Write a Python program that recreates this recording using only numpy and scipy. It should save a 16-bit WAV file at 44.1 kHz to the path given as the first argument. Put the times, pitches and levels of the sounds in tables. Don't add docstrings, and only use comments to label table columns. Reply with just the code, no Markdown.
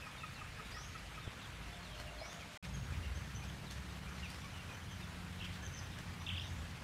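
import sys
import numpy as np
from scipy import signal
from scipy.io import wavfile
from scipy.ndimage import uniform_filter1d

SR = 44100
rng = np.random.default_rng(int(sys.argv[2]) if len(sys.argv) > 2 else 0)


def ratio(d):
    e = np.asarray(d, float) / 20
    return 10 ** e


def file_out(sig):
    cols = np.atleast_2d(sig).T
    lim = np.clip(cols, -1, 1)
    pcm = np.round(lim * 32767).astype(np.int16)
    wavfile.write(sys.argv[1], SR, pcm)


N = 301203


def evened(x):
    return x / np.sqrt(np.mean(x ** 2) + 1e-20)


def add(mix, start_s, sound):
    part = mix[round(start_s * SR):][:len(sound)]
    part += sound[:len(part)]


def wander(count, smooth):
    size = max(int(smooth), 1)
    drift = uniform_filter1d(rng.standard_normal(count), size)
    return evened(uniform_filter1d(drift, size))


def whistle(hz, db, partials, flutter_db, hoarse):
    turns = np.cumsum(hz * (1 + hoarse * wander(len(hz), 60))) / SR
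    tone = sum(ratio(d) * np.sin(2 * np.pi * k * turns) for k, d in partials)
    return np.sqrt(2) * ratio(db + flutter_db * wander(len(hz), 66)) * tone


def sagging(table, loss_per_s):
    return [(s, length, hz, hz * np.exp(-loss_per_s * length), db) for s, length, hz, db in table]


def calls(table, partials, flutter_db, hoarse, edge):
    out = np.zeros(N)
    for start_s, length_s, start_hz, end_hz, db in table:
        hz = np.linspace(start_hz, end_hz, round(length_s * SR))
        fade = signal.windows.tukey(len(hz), edge)
        add(out, start_s, fade * whistle(hz, db, partials, flutter_db, hoarse))
    return out


def hen():
    # start_s, peak_db, second_partial_hz
    clucks = [
        (0.0682, -45, 1244),
        (0.2353, -41.5, 1246),
        (0.4142, -44.5, 1210),
        (0.5952, -45, 1240),
        (0.7672, -45.5, 1233),
        (0.953, -43.5, 1282),
        (1.178, -45.5, 1224),
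    ]
    partials = [(1, 0), (3 / 2, -12), (2, -10)]
    out, t = np.zeros(N), np.arange(1500) / SR
    puff = np.minimum(t / 0.0032, 1) * np.exp(-np.maximum(t - .012, 0) / 0.0052)
    for start_s, db, hz in clucks:
        pitch_hz = hz * (1.05 - 3.5 * t)
        add(out, start_s - .003, puff * whistle(pitch_hz, db - 4.5, partials, 0.9, 0.015))
    return out


def young_birds():
    # start_s, length_s, second_partial_hz, level_db
    peep_rows = [(2.645, 0.051, 6446, -72), (2.735, 0.029, 6520, -61), (2.83, 0.031, 6650, -66.5),
                 (3.145, 0.033, 6290, -63.5), (3.23, .03, 6180, -67), (3.345, 0.036, 6020, -58.5),
                 (3.475, 0.0236, 6470, -64.5), (4.12, .055, 6040, -70), (4.23, .041, 5914, -70),
                 (4.38, .11, 5850, -72), (4.715, .05, 6070, -69), (4.9, .041, 6140, -64),
                 (5.615, 0.059, 6300, -60), (5.72, 0.095, 6120, -61), (6.19, .055, 5900, -69)]
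    return calls(sagging(peep_rows, 0), [(1, 0), (1 / 2, -5)], 5.2, 0.012, 0.49)


def wild_birds():
    # start_s, length_s, start_hz, level_db
    dives = [(.335, .055, 4670, -63), (.975, .04, 5000, -65), (1.4, 0.075, 4350, -62),
             (1.825, 0.063, 4622, -62), (2.4, 0.045, 2644, -58), (2.92, 0.0307, 2521, -58),
             (3.655, 0.056, 4270, -62), (4.195, .015, 2190, -55), (4.222, .05, 2975, -52),
             (4.35, .021, 2090, -60), (4.41, .03, 3704, -64), (4.44, 0.022, 2410, -56.5),
             (5.02, 0.034, 3900, -57), (5.44, .042, 2810, -64), (5.768, .04, 5750, -60),
             (6.2, 0.028, 3880, -63)]
    # start_s, length_s, start_hz, level_db
    droops = [(.005, 0.083, 2670, -58), (.17, 0.035, 3710, -61.5), (.195, 0.076, 2730, -60),
              (.35, 0.075, 2812, -59.5), (.74, 0.04, 1935, -54.5), (1.145, .03, 2610, -60),
              (1.185, 0.13, 3840, -63.5), (1.88, 0.093, 3450, -63), (1.975, 0.043, 4350, -63),
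              (2.065, 0.04, 2870, -56), (2.18, 0.0375, 4300, -59), (2.29, 0.041, 3600, -61),
              (3.025, .04, 2865, -54.5), (4.525, 0.096, 3080, -59.5), (4.685, 0.044, 2550, -57.5),
              (4.73, .031, 3130, -61), (6.43, .045, 3830, -58)]
    # start_s, length_s, pitch_hz, level_db
    pips = [(.59, 0.058, 438, -59), (.645, 0.054, 3810, -64), (1.14, .021, 2330, -56),
            (1.27, 0.026, 3100, -61), (1.715, 0.038, 3520, -61), (2.14, 0.022, 688, -57),
            (2.21, 0.027, 650, -51), (2.21, 0.07, 2260, -58.5), (2.63, 0.033, 2430, -58),
            (3.415, .032, 2430, -59), (3.49, .015, 3420, -62), (3.7, .015, 4350, -57.5),
            (4.01, 0.044, 3000, -65), (4.055, .046, 2386, -59.2), (4.43, .05, 1120, -60),
            (4.81, 0.026, 3160, -59.5), (4.91, 0.042, 3180, -63), (5.0, .035, 2650, -61),
            (5.39, 0.012, 3870, -60), (5.62, 0.044, 1730, -57.5), (6.3, .02, 2240, -57)]
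    rows = sagging(dives, 5.2) + sagging(droops, 1.4) + sagging(pips, 0)
    return calls(rows, [(1, 0)], 3, .017, .45)


def trill_bird():
    # start_s, level_db
    trill_strokes = [
        [(5.397, -56), (5.408, -56), (5.413, -47), (5.422, -54), (5.45, -53), (5.47, -58)],
        [(6.263, -52), (6.274, -48), (6.293, -45), (6.31, -53), (6.347, -52), (6.378, -48), (6.4, -53),
         (6.43, -57)],
    ]
    warble_s, warble_hz, swing_hz = .0272, 2990, 320
    onset_hz, onset_s = 800, .005
    out = np.zeros(N)
    for rows in trill_strokes:
        s, db = np.transpose(rows)
        t = np.arange(0, s[-1] - s[0], 1 / SR)
        phase = 2 * np.pi * t / warble_s
        hz = warble_hz + swing_hz * np.cos(phase) + onset_hz * np.exp(-t / onset_s)
        level_db = np.interp(t + s[0], s, db) + 2.5 * np.sin(phase - .5)
        fade = signal.windows.tukey(len(t), .04)
        add(out, s[0], fade * whistle(hz, level_db, [(1, 0)], 4.5, .035))
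    return out


def rises():
    # start_s, length_s, top_hz, level_db, pitch_unsteadiness (0-1)
    rise_rows = [
        (.708, .19, 6700, -59.5, .006),
        (2.195, .15, 6850, -58, .006),
        (4.272, .085, 5800, -61.5, .007),
        (6.365, .165, 6800, -63, .03),
        (6.57, .06, 7900, -71, .04),
    ]
    climb_hz_per_s, widest_hz, fade_db = 17000, 2200, -10
    out = np.zeros(N)
    for start_s, length_s, top_hz, db, hoarse in rise_rows:
        u = np.linspace(0, 1, round(length_s * SR))
        span_hz = min(climb_hz_per_s * length_s, widest_hz)
        hz = top_hz - span_hz * (1 - u) ** (8.5 * length_s)
        fade = signal.windows.tukey(len(u), .2)
        add(out, start_s, fade * whistle(hz, db + fade_db * u, [(1, 0)], 4, hoarse))
    return out


def flock():
    when, length, pitch, glide, size = rng.random((120, 5)).T
    start_hz = 2300 * ratio(5.0 * pitch)
    end_hz = start_hz * (.7 + .25 * glide)
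    rows = np.transpose([when * N / SR, .015 + .03 * length, start_hz, end_hz, 5 * size - 71])
    return calls(rows, [(1, 0)], 3, .05, .8)


def ticks():
    # start_s, peak_db, dullness_db (low band minus high band)
    tick_rows = [(0.7158, -49, -5), (1.9119, -52, -12), (2, -39.5, -5), (2.3294, -42.5, -2.5),
                 (2.4094, -48, -1), (3.4381, -46, -2), (3.71, -38.5, -16), (3.9639, -58, -11),
                 (4.3024, -38, -9), (4.345, -43, -4), (5.146, -53, 4.5), (5.449, -46, -5),
                 (5.54, -47, -10.5), (5.676, -48, -1), (5.9873, -42, -4), (6.0131, -52, -5.5)]
    out, t = np.zeros(N), np.arange(600) / SR
    for start_s, db, dull_db in tick_rows:
        crack = rng.standard_normal(600)
        bright = np.diff(crack, prepend=0)
        dull = ratio(dull_db) * uniform_filter1d(crack, size=7) * 3.1
        add(out, start_s, ratio(db + 0.5) * (bright + dull) * np.exp(-t / 0.0023))
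    return signal.lfilter(*signal.butter(2, 6500, fs=SR), out)


def bumps():
    # start_s, peak_db
    knocks = [
        (1.2776, -29.5),
        (2.105, -44),
        (2.217, -48),
        (2.4745, -42),
        (2.544, -46),
        (2.923, -34),
    ]
    out, u = np.zeros(N), np.arange(-600, 900) / SR
    push = -.75 * np.exp(-abs(u) / np.where(u < 0, .0003, .001))
    swing = -.3 * np.cos(2 * np.pi * 95 * u) * np.exp(-(u / .007) ** 2)
    for start_s, db in knocks:
        add(out, start_s - 600 / SR, ratio(db) * (push + swing))
    return out


def walls(x, t60):
    taps = np.zeros(SR // 2)
    at = np.arange(300, len(taps) - 22, 22)
    taps[at + rng.integers(0, 22, len(at))] = rng.choice([-1., 1.], len(at))
    taps *= ratio(-60 * np.arange(len(taps)) / SR / t60)
    return signal.fftconvolve(x, taps / np.linalg.norm(taps))[:N]


def drones():
    # start_s, end_s, start_hz, end_hz, level_db
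    engines = [(.2, 1.35, 33, 49, -64), (.4, 1.4, 56, 54.5, -58), (1.38, 2.4, 54.6, 55.6, -54),
               (1.5, 2.0, 171, 178, -61), (2.3, 2.57, 171, 172, -64), (2.6, 3.25, 57, 63, -49),
               (3.2, 3.6, 63, 67, -50), (3.6, 4.36, 66, 69.5, -50), (3.2, 3.85, 127, 145, -55),
               (3.9, 4.25, 143, 150, -58), (2.8, 3.25, 81, 81, -49), (2.62, 3.0, 150, 120, -53),
               (2.6, 2.85, 180, 183, -54), (3.0, 4.9, 183, 179.5, -58.5), (4.75, 5.72, 179, 177.5, -56),
               (5.8, 6.4, 176, 172, -58), (6.45, 6.8, 170, 172, -57), (4.5, 5.05, 87.5, 85, -55),
               (5.1, 6.05, 89.5, 88.5, -55), (5.9, 6.83, 89, 88, -50)]
    # start_s, end_s, start_hz, end_hz, level_db
    horn = [
        (1.66, 1.84, 702, 699, -63.5),
        (1.8, 2.64, 697, 687, -66),
        (1.8, 2.48, 612, 603, -63),
        (2.46, 2.62, 607, 609, -65),
    ]
    out = np.zeros(N)
    for start_s, end_s, start_hz, end_hz, db in [*engines, *horn]:
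        hz = np.linspace(start_hz, end_hz, round((end_s - start_s) * SR))
        tone = np.sin(2 * np.pi * np.cumsum(hz * (1 + 0.0054 * wander(len(hz), 2960))) / SR)
        level = ratio(db + 2.03 * wander(len(hz), 90000 / hz.mean() + 600))
        add(out, start_s, np.sqrt(2) * level * tone * signal.windows.tukey(len(hz), .45))
    return out


def noise(shape, patchy_db, flicker_db, size, count):
    frames, hz = 4 * count // size + 5, np.fft.rfftfreq(size, 1 / SR)
    a, b, patches = rng.standard_normal((frames, len(hz), 3)).T
    patches = evened(uniform_filter1d(uniform_filter1d(patches, 7, axis=0), 12, axis=1))
    f, db = np.transpose(shape)
    colour_db = np.interp(np.log(hz + 1), np.log(f + 1), db)[:, None]
    z = (a + 1j * b) * ratio(colour_db + patchy_db * patches + flicker_db * wander(frames, 2))
    return evened(signal.istft(z, nperseg=size, noverlap=size * 3 // 4)[1][:count])


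def leaves():
    # peak_s, peak_db, rise_s, fall_s
    gusts = [(.67, -66, .01, .007), (.71, -62.5, .01, 0.035), (2.0, -69, 0.06, 0.043),
             (2.57, -65, .05, .02), (2.65, -63, 0.024, .026), (2.92, -68, .026, .085),
             (3.32, -68, .066, .012), (3.45, -67.5, .04, .035), (3.71, -66.5, .014, 0.11),
             (4.2, -67.5, .11, .41), (4.7, -66.5, .008, 0.026), (5.35, -73, .058, .01),
             (5.45, -64.5, .019, 0.033), (5.54, -66, .033, .065), (6.0, -70, .028, 0.036),
             (6.6, -70, .1, 0.098)]
    # pitch_hz, level_db (per Hz)
    leaf_colour = [(300, -28), (1500, 2.5), (3500, -0.5), (7000, -6.5), (11000, -21), (15500, -19)]
    calm_db, t = -73, np.arange(N) / SR
    swells_db = [np.interp(t, [s - rise, s, s + fall], [calm_db, db, calm_db])
                 for s, db, rise, fall in gusts]
    rustle_db = np.max(swells_db, axis=0)
    gust = np.sqrt(np.maximum(ratio(rustle_db) ** 2 - ratio(calm_db) ** 2, 0))
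    return ratio(11.0) * gust * noise(leaf_colour, 2.5, 1.2, 256, N)


def traffic():
    # time_s, level_db
    rumble = [(0, -58), (2.1, -58.5), (2.27, -66), (2.43, -56.5), (2.57, -83), (2.63, -54.5), (3.04, -50.5),
              (3.3, -54.5), (4.6, -55), (6.1, -53.5), (6.6, -52), (6.83, -55)]
    # pitch_hz, level_db (per Hz)
    rumble_colour = [(20, -35), (40, -6), (65, 5), (130, 2.5), (190, -4.5), (280, -16.5), (500, -44)]
    rumble_db = np.interp(np.arange(N) / SR, *np.transpose(rumble))
    return ratio(rumble_db + 4.0) * noise(rumble_colour, 0.67, 0.3, 4096, N)


def air():
    # pitch_hz, level_db (per Hz)
    yard = [(120, -11), (200, 1), (278, -9), (488, -8.5), (1050, -8), (1280, -6.5), (2380, -8),
            (10400, -26), (13900, -33), (15500, -36)]
    # pitch_hz, level_db (per Hz)
    coop = [(120, -29), (200, 1), (268, -13), (352, -13.5), (607, -14.5), (1650, -12.5), (3070, -18),
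            (10400, -32), (13400, -38), (15500, -42)]
    cut = round(2.6 * SR)
    far, near = noise(yard, 1.6, 0.6, 512, cut), noise(coop, 1.35, 0.76, 512, N - cut)
    return ratio(-53) * np.append(far, near)


def scene():
    clucks, peeps, chirps, trills = hen(), young_birds(), wild_birds(), trill_bird()
    far, chatter, feet = rises(), flock(), ticks()
    echoes = ratio(-4.0) * walls(peeps, 0.4) + ratio(-1.5) * walls(feet, 0.14)
    echoes += ratio(-6.5) * walls(chirps, .4) + ratio(-5) * walls(trills, .45)
    echoes += ratio(-7.5) * walls(clucks, .3) + ratio(.5) * walls(ratio(0.5) * far + chatter, .55)
    birds = clucks + peeps + chirps + trills + far + chatter
    background = drones() + leaves() + traffic() + air()
    return (birds + feet + bumps() + echoes + background)[None]


def starve(x):
    # time_s, share (0-1)
    lost_share = [(0, 0.3), (4.35, 0.54), (4.5, .15), (6.4, .15), (6.5, .5)]
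    hz, t, z = signal.stft(x, SR, nperseg=1024)
    band = (hz // 345).astype(int)
    height = np.clip((hz[:, None] - 12500) / 2500, 0, 1)
    chance = height ** 2 * np.interp(t, *np.transpose(lost_share))
    luck = rng.random((len(t) // 2 + 1, band.max() + 1))
    luck = np.repeat(luck, 2, axis=0)[:len(t)].T[band]
    return signal.istft(z * (luck > chance), SR, nperseg=1024)[1][:, :N]


def low_pass(x):
    return signal.sosfilt(signal.butter(12, 15690, fs=SR, output="sos"), x)


def record(dry):
    # start_s, end_s
    gap = (2.5752, 2.6263)
    t = np.arange(N) / SR
    on = uniform_filter1d(((t < gap[0]) | (t > gap[1])) * 1., size=24)
    band_limit = signal.firwin(401, 15730, window=("kaiser", 9), fs=SR)
    mix = signal.oaconvolve(starve(dry) * on, band_limit[None], "same")
    return low_pass(mix)


dry = scene()
out = record(dry)
file_out(out)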